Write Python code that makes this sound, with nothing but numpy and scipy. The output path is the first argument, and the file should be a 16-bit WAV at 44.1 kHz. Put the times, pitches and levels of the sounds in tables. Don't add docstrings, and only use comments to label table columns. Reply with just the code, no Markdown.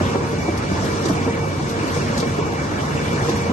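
import sys
import numpy as np
from scipy import signal
from scipy.fft import rfft, irfft, next_fast_len
from scipy.io import wavfile
from scipy.ndimage import uniform_filter1d

SR = 44100
rng = np.random.default_rng(int(sys.argv[2]) if len(sys.argv) > 2 else 0)


def master(y):
    cut = np.clip(np.atleast_2d(y).T, -1, 1)
    pcm = np.round(cut * 32767)
    wavfile.write(sys.argv[1], SR, pcm.astype(np.int16))


def level_to_linear(level):
    exponent = np.asarray(level, float) / 20
    return 10 ** exponent


N = 155232

# (frequency [Hz], level [dB per Hz])
RUMBLE_SPECTRUM = [(22, -16), (48, -17), (65, -8.5), (100, 1), (200, -1.5), (300, -1), (420, -5),
                   (700, -17)]
# (frequency [Hz], level [dB per Hz])
ROAR_SPECTRUM = [(290, -30), (500, -4), (994, 0.5), (1310, -4.5), (1560, -3), (2350, -13.5), (2500, -11.5),
                 (2840, -14.5), (3300, -17), (4290, -43.5), (7260, -120)]
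# (time [s], level [dB])
LOAD_SWELL = [(0, 1.5), (.3, -3.5), (.6, -3.5), (.9, -2), (1.2, -1), (1.5, -4.5), (1.8, -2.5), (2.1, -1.5),
              (2.4, -3.5), (2.7, -3), (3, -1), (3.25, -2), (3.52, -1.5)]
# (time [s], level [dB])
MESH_LEVEL = [(0, -31), (.3, -27.5), (.4, -42), (.5, -34), (.7, -41), (1.0, -29), (1.2, -30), (1.27, -27),
              (1.42, -29), (1.55, -41), (1.65, -32), (2.1, -33), (2.5, -30), (2.75, -41), (3.05, -33),
              (3.3, -27), (3.4, -31), (3.52, -28)]
# (time [s], level [dB])
WHINE_LEVEL = [(0, -48), (.36, -42), (.4, -34.5), (.52, -37), (.57, -38.5), (1.5, -39.5), (1.65, -40.5),
               (1.72, -51), (1.78, -36), (1.91, -42), (1.97, -36.5), (2.1, -46), (2.25, -37.5), (2.33, -40),
               (2.44, -36.5), (2.54, -42), (2.59, -37.5), (2.65, -41), (2.95, -42), (3.06, -33.5),
               (3.15, -33.5), (3.2, -43), (3.31, -45), (3.44, -32), (3.52, -46)]
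# (frequency [Hz], level [dB], width [Hz])
MACHINE_HUMS = [(68, -41, 10), (92, -33, 24), (146, -32, 9), (190, -40, 8), (232, -40, 8), (537, -41, 7),
                (580, -43, 8), (700, -48, 8), (931, -47, 12), (1074, -46, 7), (1162, -48, 14),
                (1280, -51, 12), (1380, -51, 12), (1502, -51, 12), (1610, -54, 30), (1860, -54, 40),
                (2001, -52, 5), (2165, -55, 25), (2870, -56, 20), (3451, -54, 25), (3639, -63, 8),
                (4000, -64, 5), (5668, -60, 50), (6002, -59, 6), (6021, -60, 6), (6040, -62, 6),
                (6625, -63, 5), (6697, -61, 5), (6767, -60, 5)]
# (time [s], peak level [dB], pitch of the frame part [Hz])
CAM_KNOCKS = [(.006, -21.5, 266.4), (.014, -20, 147.4), (.143, -28, 560), (.151, -22, 431),
              (0.329, -27.5, 446), (0.377, -25.5, 289), (.481, -19, 323), (0.637, -26, 208),
              (.712, -23, 297), (0.804, -32.5, 330), (.843, -32, 462), (1.055, -23.5, 328),
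              (1.097, -19.5, 283.4), (1.11, -23.5, 180), (1.262, -22.5, 256.4), (1.274, -24, 468),
              (1.594, -24.5, 333), (1.827, -25.5, 301), (1.963, -25, 470), (2.173, -24, 242),
              (2.192, -21.5, 157), (2.225, -23, 461), (2.241, -27, 195), (2.264, -28.5, 236),
              (2.291, -23, 136), (2.378, -26, 248), (2.386, -22, 414), (2.412, -25.5, 155),
              (2.715, -25, 306.5), (2.899, -25.5, 188), (2.947, -23.5, 253), (3.125, -22.5, 181),
              (3.218, -19.5, 117), (3.282, -21.5, 454), (3.292, -23, 343), (3.343, -31, 207),
              (3.46, -30, 128), (3.495, -25, 243), (3.503, -29, 425)]
# (multiple of the knock's pitch [1], level [dB])
FRAME_MODES = [(.62, -8), (1.0, 0), (1.3, -8), (1.75, -12), (2.3, -8), (3.0, -12), (4.1, -16)]
# (time [s], peak level [dB])
GRIPPER_SNAPS = [(.5796, -31), (.7063, -33), (.8435, -32), (.8649, -32), (1.0525, -28), (1.0585, -24),
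                 (1.0665, -28), (1.088, -28), (1.6926, -32), (1.9465, -32), (2.1778, -23), (2.186, -28),
                 (2.2008, -22), (2.2055, -27), (2.218, -29), (2.24, -30), (2.3845, -32), (2.5222, -31),
                 (2.808, -34), (3.2945, -25), (3.348, -31)]
# (frequency [Hz], level [dB], width [Hz])
FINGER_MODES = [(3900, 0, 350), (4700, 0, 350), (5600, -4, 450), (6500, -2, 450), (8300, -9, 700),
                (10500, -14, 1200)]
# (time into the turn [s], level [dB])
SUCTION_SWELL = [(0, -35), (.2, -39), (.55, -37.5), (.6, -38), (.65, -37), (.85, -33.5), (.95, -35),
                 (1.05, -33.5), (1.118, -36)]
# (time [s], peak level [dB])
VALVE_PUFFS = [
    (0.575, -36.5),
    (0.844, -43),
    (1.052, -32),
    (1.084, -36),
    (1.693, -40),
    (1.943, -40),
    (2.175, -30.5),
    (2.2, -35.5),
    (2.811, -44),
    (3.292, -40.5),
]
# (frequency [Hz], level [dB per Hz])
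HISS_SPECTRUM = [(2500, -19.5), (3400, 3.5), (4500, 2.5), (6500, 6.5), (7200, -4.5), (9000, -4),
                 (10000, 1.5), (11500, -4.5), (12200, -12)]
# (frequency [Hz], share [0-1])
DIRECT_SHARE = [(25, 0.8), (60, 1), (125, 0.95), (250, 0.89), (500, 0.55), (1000, 0.07), (2400, 0.83),
                (4000, 0), (9000, 0.05)]
# (frequency [Hz], level difference [dB])
LEFT_LEAN = [(100, -0.2), (250, -0.7), (500, -3.5), (700, -1), (900, 2), (1200, 0.5), (2200, -1.1),
             (5500, 1.7)]
# (frequency [Hz], width [Hz], depth [0-1])
ECHO_DIPS = [(3160, 80, .25), (3330, 50, .2), (3560, 50, .25), (3760, 25, .3), (5490, 60, .4),
             (5870, 30, .3)]
# (frequency [Hz], level against the usual [dB])
MID_LIMITS = [(800, -14), (1300, -6.5), (1500, -4.5), (1900, -4), (2300, -10), (3000, -5.5), (3200, -1.5),
              (3500, -3), (4300, -2.2), (5500, -3.5), (6800, -3.5), (7200, -2.5), (8800, -4), (11500, 2.8)]
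# (frequency [Hz], level against the usual [dB])
SIDE_LIMITS = [(1000, -20), (2500, -6), (4200, -3), (6300, -5), (6950, 5), (7450, 7), (8300, -1),
               (8900, -5.5)]


def rms_one(x):
    return x / np.sqrt(np.mean(x ** 2) + 1e-20)


def in_time(rows, t):
    return np.interp(t, *np.transpose(rows))


def at_hz(points, hz):
    table = np.array(points)
    return np.interp(np.log(hz), np.log(table[:, 0]), table[:, 1])


def drift(rate):
    r = np.exp(-80 * np.pi * rate / SR)
    white = rng.standard_normal(N // 40 + 2002)
    slow = signal.lfilter([1], [1, -2 * r, r * r], white)[2000:]
    return np.interp(np.arange(N) / 40, np.arange(len(slow)), rms_one(slow))


def resonate(x, hz, width_hz):
    r = np.exp(-np.pi * width_hz / SR)
    ringing = [1, -2 * r * np.cos(2 * np.pi * hz / SR), r * r]
    return signal.lfilter([1 - r, 0, r - 1], ringing, x + 1e-18)


def banded(spectrum, patchy_db, grain_db):
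    together = drift(4.4)
    grain = rng.standard_normal((2, 1, N // 64 + 1)).repeat(64, axis=2)[..., :N]
    white = rng.standard_normal((2, 3, N)) * level_to_linear(grain_db * grain)
    lowest, highest = spectrum[0][0], spectrum[-1][0]
    edges = np.geomspace(lowest, highest, int(3 * np.log2(highest / lowest)) + 2)
    out = 0
    for k, (low, high) in enumerate(zip(edges, edges[1:])):
        bandpass = signal.butter(2, [low, high], "band", fs=SR, output="sos")
        band = signal.sosfilt(bandpass, white[k % 2])
        flicker_db = patchy_db * (.3 * together + drift(14.0))
        out = out + level_to_linear(at_hz(spectrum, np.sqrt(low * high)) + flicker_db) * band
    return rms_one(out)


def rolling_rumble(load_db):
    return level_to_linear(-25 + .5 * load_db) * banded(RUMBLE_SPECTRUM, patchy_db=-0.06, grain_db=2.5)


def roller_roar(load_db):
    return level_to_linear(-28.5 + 1.26 * load_db) * banded(ROAR_SPECTRUM, patchy_db=2.2, grain_db=-0.9)


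def gears():
    t = np.arange(N) / SR
    mesh_hz = 465.5 + 3.0 * drift(8.0)
    phase = 2 * np.pi * np.cumsum(mesh_hz) / SR + rng.uniform(0, 2, (3, 1))
    mesh_db = in_time(MESH_LEVEL, t) - 1.0 + 2.4 * drift(14.0)
    out = level_to_linear(mesh_db) * (np.sin(phase) + level_to_linear(-12) * np.sin(2 * phase))
    white = rng.standard_normal((3, N + SR))
    whine_db = in_time(WHINE_LEVEL, t) - 3.0 + 0.69 * drift(32.0)
    whines = [(2289, whine_db, 34), (2313, whine_db - 4, 34)]
    for hz, db, width_hz in MACHINE_HUMS + whines:
        hum = resonate(resonate(white, hz, width_hz), hz, width_hz)
        out = out + level_to_linear(db) * rms_one(hum[:, SR:])
    return out


def knocks():
    rise_s, fall_s = .004, .0095
    size = SR // 5
    out = np.zeros((3, N + SR))
    u = np.arange(size) / SR
    for s, db, hz in CAM_KNOCKS:
        start = int(s * SR)
        draw = rng.standard_normal((3, 3, len(FRAME_MODES), 1))
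        for k, (multiple, level_db) in enumerate(FRAME_MODES):
            age = u * multiple ** .4
            shape = 4.6 * (np.exp(-age / fall_s) - np.exp(-age / rise_s))
            mode_hz = multiple * hz * (1 + .03 * draw[0, :1, k])
            phase = draw[1, :1, k] * 2 + .6 * draw[1, :, k]
            ring = np.sin(2 * np.pi * mode_hz * u + phase)
            out[:, start:start + size] += level_to_linear(db + level_db + 1.5 * draw[2, :, k]) * shape * ring
    return out[:, :N]


def gripper_ticks():
    out = np.zeros((3, N))
    snaps = np.array(GRIPPER_SNAPS)
    draw = rng.standard_normal((len(snaps), 2, len(FINGER_MODES), 3))
    at = (snaps[:, 0] * SR).astype(int)
    hits = [(0, 10), (.0014, -2.5)]
    for k, (hz, db, width_hz) in enumerate(FINGER_MODES):
        clicks = np.zeros((3, N + SR))
        for hit, (lag_s, hit_db) in enumerate(hits):
            size = level_to_linear(snaps[:, 1:] + db + hit_db - 10.0 + 1.5 * draw[:, hit, k])
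            direction = np.sign(draw[:, 1 - hit, k])
            clicks[:, at + int(lag_s * SR)] = (size * direction).T
        out += resonate(clicks[:, :N], hz, width_hz) * SR / (2 * np.pi * width_hz)
    return out


def suction_air():
    turn_s, puff_rise_s, puff_fall_s = 1.118, 0.0022, 0.01
    t = np.arange(N) / SR
    gain = level_to_linear(in_time(SUCTION_SWELL, t % turn_s))
    for s, db in VALVE_PUFFS:
        u = np.maximum(t - s, 0)
        gain = gain + 2 * level_to_linear(db) * (np.exp(-u / puff_fall_s) - np.exp(-u / puff_rise_s))
    return gain * banded(HISS_SPECTRUM, patchy_db=1.18, grain_db=0.5)


def ports(field):
    lag_s, lag_from_hz = 0.00035, 243
    size = next_fast_len(N + 1000)
    direct, left, right = rfft(field, size)
    hz = np.arange(len(direct)) * SR / size + 1
    share = np.clip(at_hz(DIRECT_SHARE, hz), 0, 1)
    shared, hall = np.sqrt(share) * direct, np.sqrt(1 - share)
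    lag = np.exp(-2j * np.pi * hz * lag_s / (1 + (lag_from_hz / hz) ** 4))
    lean = level_to_linear(at_hz(LEFT_LEAN, hz) / 2)
    pair = np.array([lean * (shared + hall * left), (shared * lag + hall * right) / lean])
    for at, width_hz, depth in ECHO_DIPS:
        pair = pair * (1 - depth / (1 + ((hz - at) / width_hz) ** 2))
    return irfft(pair, size)[:, :N]


def silence_weak(x, limits, passed):
    hz, _, cells = signal.stft(x, SR, "cosine", 2048, 1024)
    power = uniform_filter1d(np.abs(cells) ** 2, size=4, axis=0)
    usual = uniform_filter1d(uniform_filter1d(power, size=30, axis=0), size=7, axis=1)
    keep = power > usual * level_to_linear(2 * at_hz(limits, hz + 1))[:, None]
    return signal.istft(cells * keep * passed(hz)[:, None], SR, "cosine", 2048, 1024)[1][:N]


def mid_passed(hz):
    return np.where(hz > 11050, level_to_linear(-1.5), hz < 9000) * (hz < 11950)


def side_passed(hz):
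    return hz < 11700


def scene():
    load_db = in_time(LOAD_SWELL, np.arange(N) / SR)
    load_db = load_db - load_db.mean()
    rolling = rolling_rumble(load_db) + roller_roar(load_db)
    return ports(rolling + gears() + knocks() + gripper_ticks() + suction_air())


def roll_off(x):
    return signal.sosfilt(signal.butter(12, 11990, fs=SR, output="sos"), x)


def record(dry):
    bass_cut = signal.butter(2, 15, "high", fs=SR, output="sos")
    left, right = signal.sosfilt(bass_cut, dry)
    mid = silence_weak((left + right) / 2, MID_LIMITS, mid_passed)
    side = silence_weak((left - right) / 2, SIDE_LIMITS, side_passed)
    return roll_off(np.array([mid + side, mid - side]))


dry = scene()
out = record(dry)
master(out)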